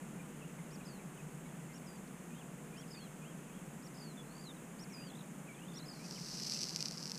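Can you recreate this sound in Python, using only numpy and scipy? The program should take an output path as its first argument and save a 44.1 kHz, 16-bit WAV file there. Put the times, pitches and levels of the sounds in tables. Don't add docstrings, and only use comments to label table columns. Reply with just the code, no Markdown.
import sys
import numpy as np
from scipy import signal
from scipy.fft import rfft, irfft, next_fast_len
from scipy.io import wavfile
from scipy.ndimage import uniform_filter1d, map_coordinates

SR = 44100
rng = np.random.default_rng(int(sys.argv[2]) if len(sys.argv) > 2 else 0)


def field_ratio(decibels):
    return 10 ** (np.asarray(decibels, dtype=float) / 20)


def unload_wav(signal):
    wavfile.write(
        sys.argv[1],
        SR,
        np.round(np.clip(np.atleast_2d(signal).T, -1, 1) * 32767).astype(np.int16),
    )


N = 316638

# centre_hz, width_hz, level_db
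HOUSING_MODES = [(1940, 950, -22.5), (2770, 780, -19.5), (4750, 1010, -2), (5640, 1070, -4),
                 (7950, 1320, -15.5), (10780, 800, -19.5), (12440, 1500, -26.5)]


def at_hz(points, hz):
    point_hz, db = np.transpose(points)
    return np.interp(np.log(hz + 1), np.log(point_hz), db, left=-160, right=-160)


def coloured(spectrum):
    size = next_fast_len(N)
    white = rfft(rng.standard_normal(size)) * np.sqrt(SR / 2)
    hz = np.arange(len(white)) * SR / size
    return irfft(white * field_ratio(at_hz(spectrum, hz)), size)[:N]


def flutter(rate_hz):
    r = np.exp(-2 * np.pi * rate_hz / SR)
    settled = signal.lfilter([1], [1, -2 * r, r * r], rng.standard_normal(N + SR))[SR:]
    return settled / settled.std()


def recorder_hiss():
    # frequency_hz, level_db_per_hz
    hiss_spectrum = [(3000, -122), (4300, -112), (5900, -107), (6400, -99), (7200, -98), (9000, -100),
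                     (10300, -103), (11300, -108), (12300, -107), (15000, -112), (16000, -114)]
    return coloured(hiss_spectrum)


def far_traffic():
    # frequency_hz, level_db_per_hz
    rumble_spectrum = [(15, -95), (35, -90.5), (75, -101), (100, -92), (115, -108), (128, -81),
                       (150, -69.5), (175, -70.5), (300, -81.5), (600, -89), (1500, -94), (2700, -99),
                       (3400, -105), (4600, -118)]
    # time_s, level_db
    traffic_level = [(0, 1.5), (1.5, 0.85), (3, 0.66), (4.5, 0.56), (6, 0.8), (7.2, 0.5)]
    t = np.arange(N) / SR
    return coloured(rumble_spectrum) * field_ratio(np.interp(t, *np.transpose(traffic_level)))


def far_machine():
    # frequency_hz, level_db
    hum_tones = [(60, -73), (485, -71)]
    # time_s, level_db
    hum_fade = [(0, 3), (3, -0.5), (4.4, -4), (7.2, -5)]
    t = np.arange(N) / SR
    turning_s = np.cumsum(1 + 0.00295 * flutter(1.52)) / SR
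    hum = sum(field_ratio(db + 1) * np.sin(2 * np.pi * hz * turning_s) for hz, db in hum_tones)
    return hum * field_ratio(np.interp(t, *np.transpose(hum_fade)))


def background():
    return far_traffic() + far_machine() + recorder_hiss()


def span(rows, fade_s):
    s, *columns = np.transpose(rows)
    at = np.arange(int((s[0] - fade_s) * SR), int((s[-1] + fade_s) * SR))
    t = at / SR
    ends = np.clip(np.minimum(t - t[0], t[-1] - t) / (2 * fade_s), 0, 1)
    beyond_s = t - np.clip(t, s[0], s[-1])
    turn = np.interp(t, s, np.arange(len(s))) + beyond_s * len(s) / (s[-1] - s[0])
    return at, turn, ends, [np.interp(t, s, column) for column in columns]


def add_tone(out, at, hz, gain):
    phase = 2 * np.pi * np.cumsum(hz) / SR
    out[at] += np.sqrt(2) * gain * np.sin(phase)


def notes():
    # share_of_length, share_of_pitch_step, level_db
    hook = [(0, 0, -5), (.42, .82, 0), (1, 1, -4)]
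    glide = [(0, 0, -2), (1, 0.98, -1.5)]
    arch = [(0, 0, -3), (.23, .08, 0), (.45, 0.73, -1), (.72, 0.89, -5), (.84, .66, -3), (1, 0.16, -5)]
    step = [(0, 0, -1), (.25, .06, -1), (.42, .68, -4), (.62, .76, -4), (.78, 1, -2), (1, .1, 0)]
    fall = [(0, 0, -9), (.13, 0.45, 2), (.35, 0.52, -3.5), (.78, .59, -7), (1, 1, -14)]
    peep = [(0, 0, -10), (.14, .5, -2.5), (.38, .81, -4), (.66, 1, 0), (.83, .72, -1), (1, 0, -6)]
    # start_s, length_s, from_hz, to_hz, level_db
    chip_rows = [(0.195, 0.02, 2480, 2370, -58.5), (.41, 0.029, 3060, 2570, -57.5),
                 (.582, .023, 2500, 2030, -61), (.802, .022, 2960, 2420, -60.5),
                 (0.988, 0.03, 2690, 2250, -64), (1.173, .035, 3170, 2490, -61),
                 (1.745, 0.028, 3100, 2790, -72), (4.171, 0.052, 3570, 3410, -59.5),
                 (4.84, 0.0344, 2800, 2060, -65), (4.894, 0.0373, 2740, 2190, -61),
                 (4.97, .04, 2700, 2490, -64), (5.475, 0.0436, 2650, 2250, -56.5),
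                 (6.155, 0.01, 2930, 3080, -60)]
    # start_s, length_s, from_hz, to_hz, level_db
    flick_rows = [(0.434, .02, 2630, 3000, -62), (.49, .012, 2520, 2730, -63),
                  (.838, .017, 3890, 4110, -70), (1.45, .03, 3660, 4130, -73),
                  (1.452, .023, 2260, 2210, -63), (1.485, .015, 3510, 3240, -70),
                  (1.69, .045, 2105, 2090, -67), (2.07, .015, 2890, 5900, -67),
                  (2.35, 0.054, 3650, 3600, -73), (2.945, .015, 3750, 3460, -64),
                  (4.45, 0.068, 4300, 3480, -56.5), (4.545, .01, 3930, 4100, -70),
                  (4.565, 0.011, 3820, 3760, -67), (4.898, 0.034, 5470, 6060, -66),
                  (5.52, .028, 2300, 2380, -66), (5.545, 0.015, 3550, 3290, -66),
                  (5.585, .013, 3050, 3170, -66), (5.758, .012, 4480, 3740, -62),
                  (5.78, .01, 4330, 3710, -60), (5.796, .011, 4520, 3770, -56),
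                  (5.995, .065, 2310, 2600, -62), (6.163, .025, 3130, 1980, -59),
                  (6.53, 0.044, 2470, 2750, -60), (6.79, .022, 2410, 2530, -59)]
    # start_s, length_s, foot_hz, top_hz, level_db
    arch_rows = [(2.954, 0.13, 2480, 3490, -63.5), (3.215, 0.12, 2450, 3370, -64.5),
                 (3.481, .135, 2500, 3480, -70)]
    # start_s, length_s, foot_hz, top_hz, level_db
    step_rows = [(2.305, .122, 2450, 3400, -63), (2.73, .116, 2420, 3420, -62)]
    # start_s, length_s, from_hz, to_hz, level_db
    fall_rows = [(1.86, .132, 5670, 4030, -64.5), (4.92, 0.19, 5830, 3910, -55.5)]
    # start_s, level_db
    phrase_starts = [(.706, -62.5), (1.728, -64), (2.764, -63), (3.821, -61), (4.789, -55.5), (5.738, -55)]
    peep_length_s, peep_foot_hz, peep_top_hz = .058, 4320, 5720
    peep_rows = [(s, peep_length_s, peep_foot_hz, peep_top_hz, db) for s, db in phrase_starts]
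    kinds = [(hook, chip_rows), (glide, flick_rows), (arch, arch_rows),
             (step, step_rows), (fall, fall_rows), (peep, peep_rows)]
    return [[(s + part * length, a_hz + way * (b_hz - a_hz), db + shape_db) for part, way, shape_db in shape]
            for shape, rows in kinds
            for s, length, a_hz, b_hz, db in rows]


def whistles():
    out = np.zeros(N)
    for rows in notes():
        at, turn, ends, (straight_hz, db) = span(rows, fade_s=0.002023)
        curved_hz = map_coordinates(np.array(rows, float)[:, 1], [turn], order=2, mode="nearest")
        pitch_hz = uniform_filter1d((straight_hz + curved_hz) / 2, size=177)
        add_tone(out, at, pitch_hz, ends * field_ratio(db))
    return out


def crests(s, length, db, first_db, fade_db, lasting=3.0, linger=.035):
    spacing_s, quicken_s = .0292, .00045
    crest_hz, last_hz, wobble_hz = 5270, 4150, 1150
    end_db, end_drop_hz = -76, 270
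    k = np.arange(12.)
    after = k * (spacing_s - quicken_s * k)
    k = k[:np.sum(after < length - spacing_s / 2) + 1]
    after = np.append(after[:len(k) - 1], length)
    sag = np.clip((after - spacing_s) / (length - 2 * spacing_s), 0, 1)
    hz = crest_hz + sag * (last_hz - crest_hz)
    level = db + fade_db * sag ** 1.5
    hz[-1] = last_hz - end_drop_hz
    level[0], level[-1] = first_db, end_db
    drop_hz = wobble_hz * (linger + np.exp(-(k / lasting) ** 2))
    return np.transpose([s + after, hz, level, drop_hz])


def warbles(trough_db_per_khz=-11, bend=1.9, late=.07):
    # first_crest_s, length_s, level_db, first_crest_db, fade_by_last_crest_db
    warble_rows = [(.8315, .165, -62, -95, -12), (2.885, .178, -59.5, -70, -4),
                   (3.951, .187, -59.5, -67, -4), (5.862, .158, -54, -65, -14)]
    out = np.zeros(N)
    for row in warble_rows:
        rows = crests(*row)
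        at, turn, ends, (hz, db, drop_hz) = span(rows, fade_s=.014)
        skewed = turn - late * np.sin(np.pi * turn) ** 2
        away = np.abs(2 * ((skewed + .5) % 1) - 1)
        trough_db = trough_db_per_khz * (drop_hz / 1000) ** 2 * away ** 4.3
        pitch_hz = uniform_filter1d(hz - drop_hz * away ** bend, size=133)
        onset = np.minimum(6 * ends, 1)
        release = np.clip((rows[-1][0] + .004 - at / SR) / .004, 0, 1)
        add_tone(out, at, pitch_hz, onset * release * field_ratio(db + trough_db))
    return out


def pulses(curve, uneven_db=2.2, uneven_pitch=.015):
    s, hz, db, fall, spacing_s = np.transpose(curve)
    at = [s[0]]
    while at[-1] + np.interp(at[-1], s, spacing_s) <= s[-1]:
        at.append(at[-1] + np.interp(at[-1], s, spacing_s))
    off = rng.standard_normal((40, 2))[:len(at)]
    pitch_hz = np.interp(at, s, hz) * (1 + uneven_pitch * off[:, 0])
    level_db = np.interp(at, s, db) + uneven_db * off[:, 1]
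    return np.transpose([at, pitch_hz, level_db, np.interp(at, s, fall)])


def trills(bow=.4, sharp=2.8):
    # time_s, pitch_hz, level_db, pitch_fall_share, pulse_spacing_s
    trill_curves = [
        [(4.249, 4050, -73, .09, .017), (4.295, 4280, -72, .09, .0145), (4.34, 4450, -65, .09, .014),
         (4.4, 4840, -59, .09, .015), (4.445, 4720, -60, .09, .0145)],
        [(4.936, 2330, -61, .06, .012), (5.0, 2580, -63, .07, .013), (5.04, 2900, -64, .11, .016),
         (5.09, 3390, -64, .18, .016), (5.15, 3500, -59, .26, .0185), (5.19, 4050, -63, .3, .019),
         (5.215, 3700, -60, .34, .018)],
        [(5.57, 2400, -61, .06, .011), (5.605, 2700, -61, .06, .015), (5.665, 3080, -61, .06, .0165),
         (5.7, 3800, -61, .1, .017), (5.73, 3480, -62, .14, .018), (5.8, 3850, -62, .14, .019),
         (5.84, 4250, -58, .12, .016), (5.86, 4050, -62, .12, .015)],
    ]
    out = np.zeros(N)
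    for curve in trill_curves:
        at, turn, ends, (hz, db, fall) = span(pulses(curve), fade_s=0.012)
        within = (turn + .5) % 1 - .5
        pitch_hz = hz * (1 - fall * within - bow * within ** 2)
        swell = np.abs(np.cos(np.pi * within)) ** sharp
        add_tone(out, at, pitch_hz, field_ratio(db + 0.5) * swell)
    return out


def birds(shimmer_db=2.0, sway_db=1.0):
    air_db = shimmer_db * flutter(95) + sway_db * flutter(25)
    return (whistles() + warbles() + trills()) * field_ratio(air_db)


def resonance(x, hz, width_hz):
    r = np.exp(-np.pi * width_hz / SR)
    feedback = [1, -2 * r * np.cos(2 * np.pi * hz / SR), r * r]
    return signal.lfilter((1 - r * r) / 2 * np.array([1, 0, -1]), feedback, x)


def housing(clicks, widen=2.07):
    out = 0
    for k, (hz, width_hz, db) in enumerate(HOUSING_MODES):
        rung = clicks[k % len(clicks)]
        for _ in range(3):
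            rung = resonance(rung, hz, widen * width_hz)
        out = out + (-1) ** k * field_ratio(db) * rung
    return out


def pops(s, level_db):
    # time_s, peak_db
    loud_pops = [(6.1106, -32.5), (6.1246, -35), (6.201, -37), (6.3091, -42), (6.3524, -33), (6.4332, -35),
                 (6.467, -36), (6.472, -36), (6.4982, -26), (6.5151, -32), (6.522, -23.5), (6.5357, -32),
                 (6.5484, -31), (6.5912, -31), (6.5932, -33), (6.5992, -33), (6.608, -30), (6.611, -32),
                 (6.6162, -26), (6.6203, -30), (6.63, -29), (6.634, -22.5), (6.6412, -24), (6.6534, -29),
                 (6.6709, -33), (6.687, -29), (6.6938, -27), (6.6996, -34), (6.707, -33), (6.7081, -35),
                 (6.7498, -34), (6.7614, -18.5), (6.7662, -34), (6.7708, -32), (6.7914, -34),
                    (6.8065, -23), (6.81, -28), (6.8143, -32), (6.8204, -36), (6.8265, -21.5),
                    (6.8563, -27), (6.8583, -23), (6.8643, -36), (6.8815, -35), (6.8845, -27),
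                    (6.911, -29.5), (6.9214, -31), (6.975, -34), (6.9806, -34), (7.0281, -30),
                    (7.0376, -35), (7.057, -28.5), (7.069, -34), (7.0771, -31), (7.0974, -30),
                    (7.1073, -35), (7.1179, -24.5), (7.1479, -33), (7.156, -33), (7.1778, -31)]
    # time_s, level_db
    stand_out = [
        (6.1, 8),
        (6.6, 9),
        (6.8, 13),
    ]
    count, from_s, spread_db = 64, 6.04, 4.0
    chance = rng.random((count, 2))
    slot = (np.arange(count) + chance[:, 0]) / count
    at = from_s + (N / SR - .003 - from_s) * slot
    peak_db = np.interp(at, s, level_db) + np.interp(at, *np.transpose(stand_out))
    peak_db += spread_db * (2 * chance[:, 1] - 1)
    return np.hstack([np.transpose(loud_pops), [at, peak_db]])


def igniter(spread_db=5.0, smooth_db=-9, after_s=.0006, colour_db=0.5, dull_db=-1.5,
            clump_db=0.5, thin_db=9, warm_s=6.33):
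    # time_s, level_db, small_pops_per_s
    fizz_curves = [
        [(5.93, -65, 2300), (6.02, -61, 2000)],
        [(6.055, -54, 2500), (6.261, -50, 2200), (6.517, -43.5, 2100), (6.675, -49, 1740), (6.827, -53, 1400),
         (7.061, -53.5, 1160), (7.18, -57, 1900)],
    ]
    s, level_db, per_s = np.concatenate(fizz_curves).T
    t = np.arange(N) / SR
    octaves = np.log2(np.array(HOUSING_MODES)[:, :1] / 5600)
    unit = housing(np.eye(1, 400))

    per_sample = np.interp(t, s, per_s) / SR
    sizes = field_ratio(spread_db * np.minimum(rng.exponential(1, N), 2.4)) * rng.choice([-1, 1], N)
    grains = sizes * (rng.random(N) < per_sample) / np.sqrt(per_sample) / 2.07
    gas = field_ratio(smooth_db) * rng.standard_normal(N)
    level = field_ratio(np.interp(t, s, level_db, left=-120) + clump_db * flutter(40))
    train = (grains + gas) * level / np.sqrt(np.sum(unit ** 2)) + 1e-18
    fizz = np.tile(train, (len(HOUSING_MODES), 1))
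    young = np.clip((warm_s - t) / .35, 0, 1)
    fizz *= field_ratio(thin_db * young * np.minimum(octaves, 0))

    at, peak_db = pops(s, level_db)
    at = (at * SR).astype(int) - np.argmax(np.abs(signal.hilbert(unit)))
    chance = rng.random((len(at), 3))
    colour = field_ratio(colour_db * rng.standard_normal((len(at), len(HOUSING_MODES)))).T
    colour *= field_ratio(dull_db * np.maximum(octaves, 0))
    size = colour * field_ratio(peak_db - 1.0) * np.sign(chance[:, 0] - .5) / np.abs(unit).max()
    fizz[:, at] += size
    second_at = at + (after_s * SR * (3.0 * chance[:, 1] - 1.1)).astype(int)
    fizz[:, second_at] += 0.62 * size * (2 * chance[:, 2] - 1)
    return housing(fizz)


def scene():
    mono = background() + birds() + igniter()
    return np.array([mono, mono])


def band_limit(x):
    return signal.sosfilt(signal.butter(12, 15690, fs=SR, output="sos"), x)


def record(dry):
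    low_pass = signal.cheby2(16, 50, 15780, fs=SR, output="sos")
    mix = signal.sosfilt(low_pass, dry)
    return band_limit(mix)


dry = scene()
out = record(dry)
unload_wav(out)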